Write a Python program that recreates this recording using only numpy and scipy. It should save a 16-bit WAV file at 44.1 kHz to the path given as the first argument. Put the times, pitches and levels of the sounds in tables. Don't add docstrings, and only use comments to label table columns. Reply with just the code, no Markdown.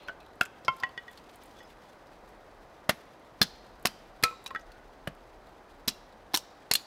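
import sys
import numpy as np
from scipy import signal
from scipy.io import wavfile

SR = 44100
rng = np.random.default_rng(int(sys.argv[2]) if len(sys.argv) > 2 else 0)


def to_wav(sig):
    pcm = np.clip(np.atleast_2d(sig), -1, 1) * 32767
    pcm = np.round(pcm).astype(np.int16)
    wavfile.write(sys.argv[1], SR, pcm.T)


def attenuation_scalar(level_db):
    decades = np.asarray(level_db, float) / 20
    return 10 ** decades


N = 302526

# pitch_hz, level_db (per Hz)
HUSH_SPECTRUM = [(29, -32), (50, -2), (91, -4.5), (167, -5), (284, -2), (362, -1.5), (729, 0),
                 (1960, -12.5), (2490, -21), (5020, -25.5), (7210, -34), (12900, -38.5), (14900, -40.5),
                 (16000, -41)]
HUSH_LEVEL_DB = -54.5
# pitch_hz, level_db (per Hz)
RUSTLE_SPECTRUM = [(1180, -27.5), (2000, 4), (2300, -4), (3460, -3), (6640, -13.5), (13900, -21),
                   (16000, -16.5)]
# time_s, level_db
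RUSTLE_LOUDNESS = [(0.0, -69), (0.3, -84), (0.76, -63.5), (0.86, -70), (1.07, -68), (1.28, -64.5),
                   (1.51, -65.5), (1.81, -67), (2.2, -70.5)]
# time_s, level_db
WIND_LOUDNESS = [(0.0, -60), (0.55, -71), (1.03, -68), (2.52, -59), (3.13, -71), (3.59, -57), (4.41, -61.5),
                 (4.79, -53), (5.88, -61), (6.86, -71)]
OLD_ECHO_DB, OLD_ECHO_T60_S = -59.5, 0.65

# start_s, length_s, pitch_hz, width_hz, level_db
SCRAPES = [(0, 0.12, 4150, 250, -66), (0.028, 0.094, 566, 81, -60), (0.193, 0.045, 2600, 200, -67),
           (0.202, 0.13, 3950, 200, -73), (0.282, 0.14, 5400, 300, -89), (1.559, 0.093, 3400, 200, -63.5),
           (1.564, 0.056, 6300, 150, -70), (1.6, 0.084, 5080, 200, -70), (1.638, 0.048, 6200, 200, -75),
           (4.656, 0.19, 1470, 60, -62.5)]

# start_s, click_db, pitch_hz
CHIP_CLICKS = [(0.032, -53, 3320), (0.077, -43.5, 2610), (0.203, -48, 4100), (.228, -55, 2600),
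               (0.262, -51.5, 3960), (0.285, -62, 3900), (.333, -54, 3960), (.648, -38.5, 5070),
               (0.8, -41, 4700), (.952, -67, 4640), (1.174, -43, 4370), (1.588, -52, 6200),
               (2.069, -54, 4890), (3.99, -50.5, 4900), (4.595, -51, 5000), (4.61, -52, 6300),
               (4.659, -66, 3560), (4.718, -49, 4500), (5.52, -64, 4440), (6.125, -55, 3920),
               (6.452, -63.5, 4060)]
CHIP_AIR_DB, CHIP_T60_S, CHIP_GROWTH = -7, .032, .03
# start_s, click_db, pitch_hz, clack_db
LANDINGS = [(0.084, -46, 3150, -20), (0.6812, -38, 2650, -24), (0.836, -68, 3300, -10),
            (.891, -49, 3100, -38), (.9768, -63, 3450, -48), (1.08, -53, 3550, -39),
            (4.5063, -55, 3420, -24.5), (4.5476, -46, 2500, -35), (4.557, -67, 2940, -24)]
LANDING_AIR_DB, LANDING_T60_S = -5, 0.026
# start_s, level_db
CREASES = [(.356, -57), (0.765, -49), (1.113, -52), (1.128, -54), (1.312, -57), (1.357, -45), (1.435, -48),
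           (1.457, -50), (1.465, -57), (1.632, -54), (2.289, -56), (3.054, -60), (3.196, -63.5),
           (3.796, -52), (3.826, -49), (4.44, -47), (4.512, -50), (5.15, -56), (6.597, -69)]
CREASE_HZ, CREASE_CLICK_DB, CREASE_T60_S = 7000, -6.5, .035

# start_s, peak_db
THICK_STICK_KNOCKS = [
    (.6818, -11),
    (.8274, -33.5),
    (.8345, -40),
    (.8934, -68),
]
THIN_STICK_KNOCKS = [
    (.8352, -22),
    (.9768, -28.5),
    (1.0805, -41.5),
    (1.605, -44.5),
    (4.5065, -43.5),
    (4.5603, -33),
]
SPLIT_STICK_KNOCKS = [
    (4.2376, -20),
    (4.3111, -38),
]
# pitch_hz, level_db, t60_s
THICK_STICK_MODES = [(1051, -7, .155), (1362, -2.5, .07), (1372, -28, .3), (2164, -12, .045),
                     (2681, -16, .045), (3138, -15, .06), (4550, -28, .04), (5071, -29, .05)]
THIN_STICK_MODES = [(1580, -16, .05), (1912, 0, .066), (2455, -20, .04), (2968, -17, .09), (3425, -12, .05),
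                    (4550, -21, .04), (5120, -23, .035), (6330, -28, .03)]
SPLIT_STICK_MODES = [(491, -19, 0.17), (1071, -14.5, 0.14), (1314, -1.5, 0.16), (1790, -35, .07),
                     (2435, -5.5, 0.061), (3940, -30, 0.36), (4800, -28, 0.055)]
# (pitch_hz, level_db, t60_s)
SMALL_STICK = [
    [(0.0842, -34), (0.0944, -33)],
    [(673, -14.5, 0.12), (1314, -30, 0.45), (1513, 4, 0.094), (2910, -19, 0.08)],
]
SHORT_STICK = [
    [(.4106, -17), (.4124, -15), (4.5487, -56), (4.554, -38)],
    [(1470, -27, 0.074), (1525, -4, 0.014), (2610, -12.5, 0.019), (3300, -16, 0.022), (4930, -27, 0.029), (1400, -40, 0.22)],
]
STUB = [
    [(4.3111, -52), (4.326, -42), (4.5055, -50), (4.511, -37)],
    [(1065, 2.5, 0.046), (2500, -16, 0.028)],
]
CHIP = [
    [(4.4622, -36), (4.4655, -46)],
    [(1060, -3, .04), (2466, -4, .035), (3900, 0, .03), (5631, -12, .03), (9500, -18, .02)],
]
# start_s, pitch_hz, level_db, t60_s
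STICK_RINGS = [(.4108, 2180, -27.5, .03), (.4108, 3220, -24, .022), (.4125, 2600, -25, 0.023),
               (.412, 445, -36, 0.038), (.412, 269, -39.5, 0.049), (.432, 5050, -47, 0.037),
               (.682, 694, -30, .025), (.7, 3190, -58, 0.27), (.9772, 1903, -33.5, 0.071),
               (.9772, 2950, -52, 0.15), (.9772, 3180, -45, 0.047), (1.081, 3450, -47, 0.068),
               (1.081, 1907, -45, .08), (.893, 4550, -54, .03), (.801, 4600, -58, .03),
               (4.5495, 1830, -31, .05), (4.5495, 3440, -54, .05), (4.55, 5030, -49, 0.018),
               (5.074, 610, -31.5, .03), (5.0755, 1810, -30, 0.018), (5.0755, 2880, -38, 0.012),
               (.806, 1051, -43, 0.18), (.806, 1362, -50, 0.053), (.8345, 1051, -28, .13),
               (.836, 745, -35, .08), (.868, 2681, -53, .08), (.868, 3138, -61, .08), (.893, 1051, -43, .08),
               (4.462, 3900, -44, 0.037), (4.478, 2700, -51, 0.095), (4.5065, 1314, -44, 0.055),
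               (4.549, 1314, -26.5, 0.063), (4.5608, 1600, -24, 0.022), (4.718, 2700, -56, 0.026)]

# (pitch_hz, level_db, t60_s)
WHOLE_LOG = [
    [(2.8915, -20), (2.894, -19.5)],
    [(620, 1.5, .045), (784, -15, 0.042), (1184, -13, .04), (2160, -12, 0.084)],
]
FIRST_LOG = [
    [(3.4164, -13.5), (3.4207, -23), (3.426, -30), (3.8548, -38), (3.87, -42)],
    [(1725, -9, 0.05), (3548, -2, .035), (4188, -1, 0.035), (4495, -4, .03), (4760, -10, .03), (5190, -6, 0.034)],
]
TAPPED_LOG = [
    [(5.0735, -25.5), (5.0755, -45)],
    [(625, 4, 0.031), (1680, -4, 0.017), (2920, -9, 0.0099)],
]
SECOND_LOG = [
    [(5.8808, -26), (5.8827, -11.5), (6.3422, -15.5), (6.3473, -13), (6.3512, -47)],
    [(3560, -19, 0.033), (3960, -7, 0.016), (4180, -22, 0.018), (5490, -6.5, 0.01)],
]
LAST_LOG = [
    [(6.7133, -23.5), (6.7368, -29), (6.7528, -22.5), (6.7545, -23.5)],
    [(2780, -3, 0.023), (3450, -16, 0.039), (4200, -0.5, 0.039), (4500, -26, .025), (7000, -9.5, 0.033)],
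]
# start_s, pitch_hz, level_db, t60_s
BLOW_RINGS = [(.411, 1400, -16.5, .05), (.411, 740, -47.5, 0.024), (2.8953, 1720, -29, 0.038),
              (2.898, 1890, -23, 0.032), (2.8953, 2750, -22.5, 0.033), (2.8953, 4010, -25.5, 0.03),
              (3.414, 447, -43, 0.12), (3.4168, 1180, -23, .03), (3.853, 350, -28.5, 0.04),
              (3.853, 1071, -26, 0.019), (3.8558, 1890, -26, .02), (3.8558, 4850, -25, .018),
              (3.854, 1588, -28, 0.029), (3.8708, 5500, -30, .025), (3.416, 684, -28.5, 0.023),
              (3.4168, 1390, -32, .03), (3.4168, 5420, -22, 0.03), (3.856, 2680, -40, 0.038),
              (3.856, 3070, -25, .03), (3.8708, 2570, -28, 0.024), (3.8708, 4030, -30, .025),
              (4.2377, 2170, -12, 0.017), (4.2377, 4200, -12.5, 0.018), (4.2381, 4820, -15, 0.016),
              (4.2381, 2510, -27.5, 0.093), (4.2381, 2660, -25, 0.031), (4.282, 2500, -39, 0.044),
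              (4.2381, 705, -23.5, .02), (5.881, 4000, -25, 0.028), (5.881, 4930, -21, 0.031),
              (5.883, 5480, -21, 0.017), (5.877, 110, -40, 0.078), (6.338, 322, -30, 0.033),
              (6.342, 990, -24, 0.026), (6.348, 1760, -37, 0.035), (6.3445, 3430, -19, 0.017),
              (6.348, 3630, -23.5, .02), (6.3519, 4172, -16, 0.015), (6.3519, 1730, -29, 0.035),
              (6.348, 4689, -27, 0.015), (6.3736, 970, -35, 0.032), (6.3736, 2950, -28, 0.016),
              (6.7125, 460, -28, 0.027), (6.7139, 1020, -29.5, 0.026), (6.7139, 2099, -16.5, 0.013),
              (6.7139, 4500, -22, 0.042), (6.7139, 5380, -17, .015), (6.7125, 727, -41, 0.018),
              (6.7373, 2780, -27, 0.03), (6.7533, 3483, -19, 0.027)]

# start_s, crack_db, split_pitch_hz, stick_shake_db (over the crack), fading_db (per snap)
BLOWS = [
    (0.4117, -20, 2820, -2, 16),
    (2.8941, -14, 3470, 7.5, 8),
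    (3.4159, -20, 3700, 7, 1.5),
    (3.8564, -17, 4960, 6, 6.5),
    (4.2371, -12.5, 4050, 3, 10),
    (5.075, -33, 2980, 12.5, 12.5),
    (5.8797, -21, 4460, -8.5, 4),
    (6.3426, -25, 4140, 10.5, 2),
    (6.714, -18.5, 4200, 1, 15),
]
BITE_AHEAD_S, BITE_DB, BITE_PITCH, BITE_AIR_DB, BITE_T60_S = .0024, -8.5, 0.59, -9, .06
CRACK_AIR_DB, CRACK_T60_S = 6, 0.018
SNAP_GAP_S, SNAP_PITCH_RATIO, SNAP_BODY_DB, SNAP_AIR_DB, SNAP_T60_S = .0046, 0.99, -2, -3.5, 0.01
HISS_PER_FADING = -.7
# start_s, crack_db, pitch_hz, air_db (over the crack)
LATE_CRACKS = [(0.433, -42, 5030, 4), (0.4532, -36, 7000, -4), (.457, -37.5, 2600, -6),
               (3.428, -18, 5000, -1), (3.87, -20, 4930, -1), (4.2266, -28.5, 3580, -1),
               (4.246, -38, 5000, -1.5), (4.259, -38, 4000, -1), (4.4614, -31.5, 4250, -8),
               (4.467, -33, 5530, -14), (4.476, -38.5, 5600, -4), (5.8767, -24, 5700, -9),
               (5.888, -15.5, 5560, -8.5), (6.3358, -33, 4500, -7), (6.352, -21, 4070, 0),
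               (6.3612, -20, 5450, -2), (6.373, -18.5, 5700, -1), (6.392, -38, 5480, -4),
               (6.7365, -21, 4160, 12), (6.7535, -17, 4270, -15), (6.7558, -19, 4320, 2),
               (6.795, -41, 3520, -16)]
LATE_BODY_DB, LATE_T60_S = -4.5, .018

# start_s, peak_db, upper_modes_db, block_pitch_hz, log_pitch_hz
THUDS = [(0.41, -51.5, 29.5, 238, 737), (0.648, -48, 4, 161, 535), (0.681, -35.5, 14.5, 156, 846),
         (0.834, -47.5, 16, 160, 750), (2.891, -26.5, 14, 198, 641), (3.411, -17.5, -22, 211, 466),
         (3.852, -27, 7.5, 226, 724), (4.227, -29, -16, 211, 910), (4.235, -42.5, 1, 228, 470),
         (5.073, -26.5, 2.5, 172, 627), (5.875, -27, -18, 245, 550), (6.338, -30, 3, 305, 827),
         (6.711, -43.5, 13.5, 234, 745)]
# pitch_ratio, level_db, t60_s
BLOCK_MODES = [(.35, -28, 0.2), (.65, -22, 0.07), (1.0, 5.5, 0.046), (1.6, -10.5, 0.08)]
LOG_MODES = [(0.749, -32, 0.095), (1.0, 18.5, 0.031), (1.35, -8.5, .04)]
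CONTACT_MS = 1.185
BLOCK_LAG_S = 0.0018
# start_s, peak_db, low_hz, high_hz
POPS = [(.4112, -16, 1800, 5000), (2.8951, -17, 2500, 9000), (3.8558, -7, 1500, 6000),
        (4.2379, -7, 1500, 9000), (5.8808, -15, 3500, 16000), (5.8828, -15, 3500, 16000),
        (6.3443, -18, 2500, 16000), (6.3478, -14, 2500, 16000), (6.3519, -12, 2500, 16000),
        (6.7136, -6, 1500, 12000), (6.7371, -10, 5000, 16000), (6.7531, -13, 2500, 16000),
        (3.852, -28, 800, 5000), (2.8918, -26, 1500, 6000)]

# pitch_hz, near_db, near_t60_s, far_db, far_t60_s
TREES = [(150, -17.5, 0.13, -48.5, 0.58), (596, -14.5, 0.04, -43.5, 0.72), (2000, -21.5, 0.13, -41.5, 1),
         (4500, -20, 0.11, -39.5, 0.82), (8600, -7, 0.032, -32.5, 0.32), (15000, -18, 0.025, -35.5, .3)]
LOG_ECHO = .4
BLOW_ECHO, LOG_SCATTER = 1.29, 0.97
# start_s, pitch_hz, level_db (rms), t60_s
AFTERGLOW = [(3.43, 3560, -68, 0.56), (3.429, 4200, -58, 0.73), (3.43, 5060, -60, .6),
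             (4.25, 3860, -58, 0.97), (5.889, 2760, -57, 0.34), (5.889, 3950, -61, 0.55),
             (5.89, 5480, -61.5, 0.48), (5.89, 3350, -63, 0.46), (4.25, 7450, -64, .6),
             (3.87, 4760, -57, 0.45), (3.87, 3100, -57, .5), (6.37, 3760, -60, 0.49),
             (6.37, 5540, -57, 0.46), (6.76, 2750, -64, 0.26), (6.76, 4120, -54, 0.5),
             (6.76, 4500, -53.5, 0.56), (6.76, 3500, -58, .4), (6.76, 6900, -59, 0.42)]
AFTERGLOW_WIDTH = .025


def rms_one(x):
    return x / np.sqrt(np.mean(x ** 2) + 1e-20)


def peak_one(x):
    return x / np.max(np.abs(x))


def in_time(rows):
    return np.interp(np.arange(N) / SR, *np.transpose(rows))


def at_hz(rows, hz):
    f, *columns = np.transpose(rows)
    return [np.interp(np.log(hz), np.log(f), c) for c in columns]


def band(x, low_hz, high_hz):
    edges = [low_hz, min(high_hz, .45 * SR)]
    return signal.sosfilt(signal.butter(2, edges, "band", fs=SR, output="sos"), x)


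def drift(rate_hz):
    r = np.exp(-80 * np.pi * rate_hz / SR)
    white = rng.standard_normal(N // 40 + 2002)
    slow = signal.lfilter([1], [1, -2 * r, r * r], white)[2000:]
    return np.interp(np.arange(N) / 40, np.arange(len(slow)), rms_one(slow - slow.mean()))


def ring(force, hz, t60):
    r = attenuation_scalar(-60 / (max(t60, .002) * SR))
    w = 2 * np.pi * hz / SR
    return signal.lfilter([0, np.sin(w)], [1, -2 * r * np.cos(w), r * r], force + 1e-18)


def add(out, s, piece):
    i = round(s * SR)
    out[i:i + len(piece)] += piece[:N - i]


def banded_noise(spectrum, patchy_db, rate_hz):
    out, together = 0, drift(rate_hz / 4)
    edges = 50 * 2 ** (np.arange(26) / 3)
    white = rng.standard_normal((2, N))
    for k, (low, high) in enumerate(zip(edges, edges[1:])):
        level_db, = at_hz(spectrum, np.sqrt(low * high))
        flicker_db = patchy_db * (1.1 * together + drift(rate_hz))
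        out = out + attenuation_scalar(level_db + flicker_db) * band(white[k % 2], low, high)
    return out


def background():
    hush = banded_noise(HUSH_SPECTRUM, patchy_db=-0.23, rate_hz=0.67)
    hush = attenuation_scalar(HUSH_LEVEL_DB) * hush / np.std(band(hush, 120, 3000))

    folds = attenuation_scalar(3.5 * drift(45.0))
    rustle = band(folds * banded_noise(RUSTLE_SPECTRUM, patchy_db=-1.0, rate_hz=44.0), 1500, 17000)
    rustle = attenuation_scalar(in_time(RUSTLE_LOUDNESS)) * rms_one(rustle)

    echo_fade = attenuation_scalar(OLD_ECHO_DB - 60 * np.arange(N) / SR / OLD_ECHO_T60_S)
    old_echo = echo_fade * rms_one(band(rng.standard_normal(N), 2100, 3700))

    gusts = band(band(rng.standard_normal(N), 26, 50), 21, 60)
    breeze = attenuation_scalar(in_time(WIND_LOUDNESS) - 3.5 + 0.58 * drift(0.91)) * rms_one(gusts)
    return hush + rustle + old_echo + breeze


def scrapes():
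    out = np.zeros(N)
    for s, length, hz, width_hz, db in SCRAPES:
        size = round(length * SR)
        slips = attenuation_scalar(2.5 * np.repeat(rng.standard_normal(100), 300)[:size])
        rub = ring(slips * rng.standard_normal(30000)[:size], hz, 6.2 / width_hz)
        add(out, s, attenuation_scalar(db) * rms_one(rub) * np.hanning(size) ** 0.18)
    return out


def cracks(rows, rough_db, cycles, tone, body_trim_db, quick):
    out, t = np.zeros(N), np.arange(3000) / SR
    for s, split_db, hz, body_db, air_db, t60 in rows:
        uneven = attenuation_scalar(rough_db * np.minimum(rng.exponential(1, len(t)), 3.0))
        size = uneven * rng.standard_normal(len(t))
        fade_db = -60 * t / np.clip(t60, .004, .07)
        snaps = size * attenuation_scalar(fade_db)
        ringing = peak_one(band(ring(snaps, hz, cycles / hz), 0.32 * hz, 2.25 * hz))
        bare = peak_one(band(snaps, 2400, 4500))
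        split = peak_one(tone * ringing + 0.23 * bare)
        body = peak_one(band(snaps, 1000, 2400))
        hiss = size * (attenuation_scalar(quick * fade_db) + attenuation_scalar(-19.5 + .6 * fade_db))
        air = peak_one(band(hiss, 8100, 14260))
        add(out, s, attenuation_scalar(split_db) * split + attenuation_scalar(body_db + body_trim_db) * body + attenuation_scalar(air_db) * air)
    return out


def clicking():
    rows = []
    for s, db, hz, clack_db in LANDINGS:
        rows.append((s, db, hz, clack_db, db + LANDING_AIR_DB, LANDING_T60_S))
    for s, db, hz in CHIP_CLICKS:
        t60 = CHIP_T60_S * np.exp(CHIP_GROWTH * (db + 53.5))
        rows.append((s, db, hz, db, db + CHIP_AIR_DB, t60))
    for s, db in CREASES:
        rows.append((s, db + CREASE_CLICK_DB, CREASE_HZ, db - 9, db, CREASE_T60_S))
    return rows


def forest(x):
    t, answer = np.arange(SR) / SR, 0
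    edges = 60 * 2 ** (np.arange(18) / 2)
    for low, high in zip(edges, edges[1:]):
        near_db, near_t60, far_db, far_t60 = at_hz(TREES, np.sqrt(low * high))
        near = attenuation_scalar(near_db - 60 * t / near_t60)
        far = attenuation_scalar(far_db - 60 * t / far_t60) * np.minimum(t / 0.046, 1)
        answer = answer + (near + far) * band(rng.standard_normal(SR), low, high) * (t > .004)
    return signal.fftconvolve(x, 0.11 * answer)[:N]


def stick(knocks, modes, longest_s, spread_db=-2.0, contact_ms=0.017):
    out, t = np.zeros(N), np.arange(16000) / SR
    click = t * np.exp(-t * 1000 / contact_ms)
    for s, peak_db in knocks:
        for hz, db, t60 in modes:
            level = attenuation_scalar(peak_db + db + spread_db * rng.standard_normal())
            add(out, s, level * peak_one(ring(click, hz, min(t60, longest_s))))
    return out


def tearing():
    rows = []
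    for s, db, hz, body_db, fading_db in BLOWS:
        hiss_db = db + HISS_PER_FADING * fading_db
        rows.append((s - BITE_AHEAD_S, db + BITE_DB, hz * BITE_PITCH,
                     db + body_db + BITE_DB, hiss_db + BITE_AIR_DB, BITE_T60_S))
        rows.append((s, db, hz, db + body_db, hiss_db + CRACK_AIR_DB, CRACK_T60_S))
        for k in 1, 2, 3, 4:
            left_db = db - fading_db * k
            snap_s = s + SNAP_GAP_S * (k + 0.14 * rng.standard_normal())
            rows.append((snap_s, left_db, hz * SNAP_PITCH_RATIO ** k,
                         left_db + body_db + SNAP_BODY_DB * k, left_db + SNAP_AIR_DB, SNAP_T60_S))
    for s, db, hz, air_db in LATE_CRACKS:
        rows.append((s, db, hz, db + LATE_BODY_DB, db + air_db, LATE_T60_S))
    return rows


def thuds():
    out, t = np.zeros(N), np.arange(12000) / SR
    push = np.sin(np.pi * np.minimum(t * 1000 / CONTACT_MS, 1))
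    for s, peak_db, upper_db, block_hz, log_hz in THUDS:
        block = sum(attenuation_scalar(db + rng.normal(0, 1)) * ring(push, ratio * block_hz, t60)
                    for ratio, db, t60 in BLOCK_MODES)
        log = sum(attenuation_scalar(db) * ring(push, ratio * log_hz, t60) for ratio, db, t60 in LOG_MODES)
        add(out, s + BLOCK_LAG_S, attenuation_scalar(peak_db) * peak_one(block))
        add(out, s, -attenuation_scalar(peak_db + upper_db) * peak_one(log))
    return out


def lone_rings(rows):
    out, click = np.zeros(N), np.arange(8000) == 0
    for s, hz, db, t60 in rows:
        add(out, s, attenuation_scalar(db) * ring(click, hz, t60))
    return out


def pops():
    out, click = np.zeros(N), 1. * (np.arange(400) == 0)
    for s, db, low_hz, high_hz in POPS:
        add(out, s, -attenuation_scalar(db) * peak_one(band(click, low_hz, high_hz)))
    return out


def scatter(x):
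    edges, out = 120 * 2 ** (np.arange(22) / 3), 0
    white = rng.standard_normal((2, N))
    for k, (low, high) in enumerate(zip(edges, edges[1:])):
        near_db, near_t60, far_db, far_t60 = at_hz(TREES, np.sqrt(low * high))
        power = np.roll(band(x, low, high) ** 2, 180) + 1e-18
        tail = sum(signal.lfilter([attenuation_scalar(2 * db)], [1, -attenuation_scalar(-120 / (t60 * SR))], power)
                   for db, t60 in ((near_db, near_t60), (far_db, far_t60)))
        out = out + np.sqrt(tail) * rms_one(band(white[k % 2], low, high))
    return 0.07 * out


def afterglow():
    out, t = np.zeros(N), np.arange(20000) / SR
    for s, hz, db, t60 in AFTERGLOW:
        white = rng.standard_normal(len(t))
        noise = band(white, hz * (1 - AFTERGLOW_WIDTH), hz * (1 + AFTERGLOW_WIDTH))
        add(out, s, attenuation_scalar(db - 60 * t / t60) * np.minimum(t / .015, 1) * rms_one(noise))
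    return out


def scene():
    loose = ((THICK_STICK_KNOCKS, THICK_STICK_MODES), (THIN_STICK_KNOCKS, THIN_STICK_MODES),
             (SPLIT_STICK_KNOCKS, SPLIT_STICK_MODES), SHORT_STICK, SMALL_STICK, STUB, CHIP)
    logs = WHOLE_LOG, FIRST_LOG, TAPPED_LOG, SECOND_LOG, LAST_LOG
    chips = cracks(clicking(), rough_db=5.5, cycles=25.0, tone=0.4, body_trim_db=-12.5, quick=1.4)
    sticks = sum(stick(*one, longest_s=.45) for one in loose) + lone_rings(STICK_RINGS)
    held = sum(stick(*one, longest_s=.038) for one in logs) + lone_rings(BLOW_RINGS)
    splits = cracks(tearing(), rough_db=-2.0, cycles=12.0, tone=0.48, body_trim_db=-8.0, quick=1.7)
    blows = splits + thuds() + pops()
    wood = band(blows + chips + sticks + held, 55, 19000)
    echo = forest(chips + sticks + LOG_ECHO * held) + scatter(BLOW_ECHO * blows + LOG_SCATTER * held)
    return (wood + echo + scrapes() + background() + afterglow())[None]


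def roll_off(x):
    return signal.sosfilt(signal.butter(12, 16990, fs=SR, output="sos"), x)


def record(dry):
    rounded = 1.6 * np.tanh(dry / 1.6)
    top_cut = signal.cheby2(12, 70, 17000, fs=SR, output="sos")
    return roll_off(signal.sosfilt(top_cut, rounded))


dry = scene()
out = record(dry)
to_wav(out)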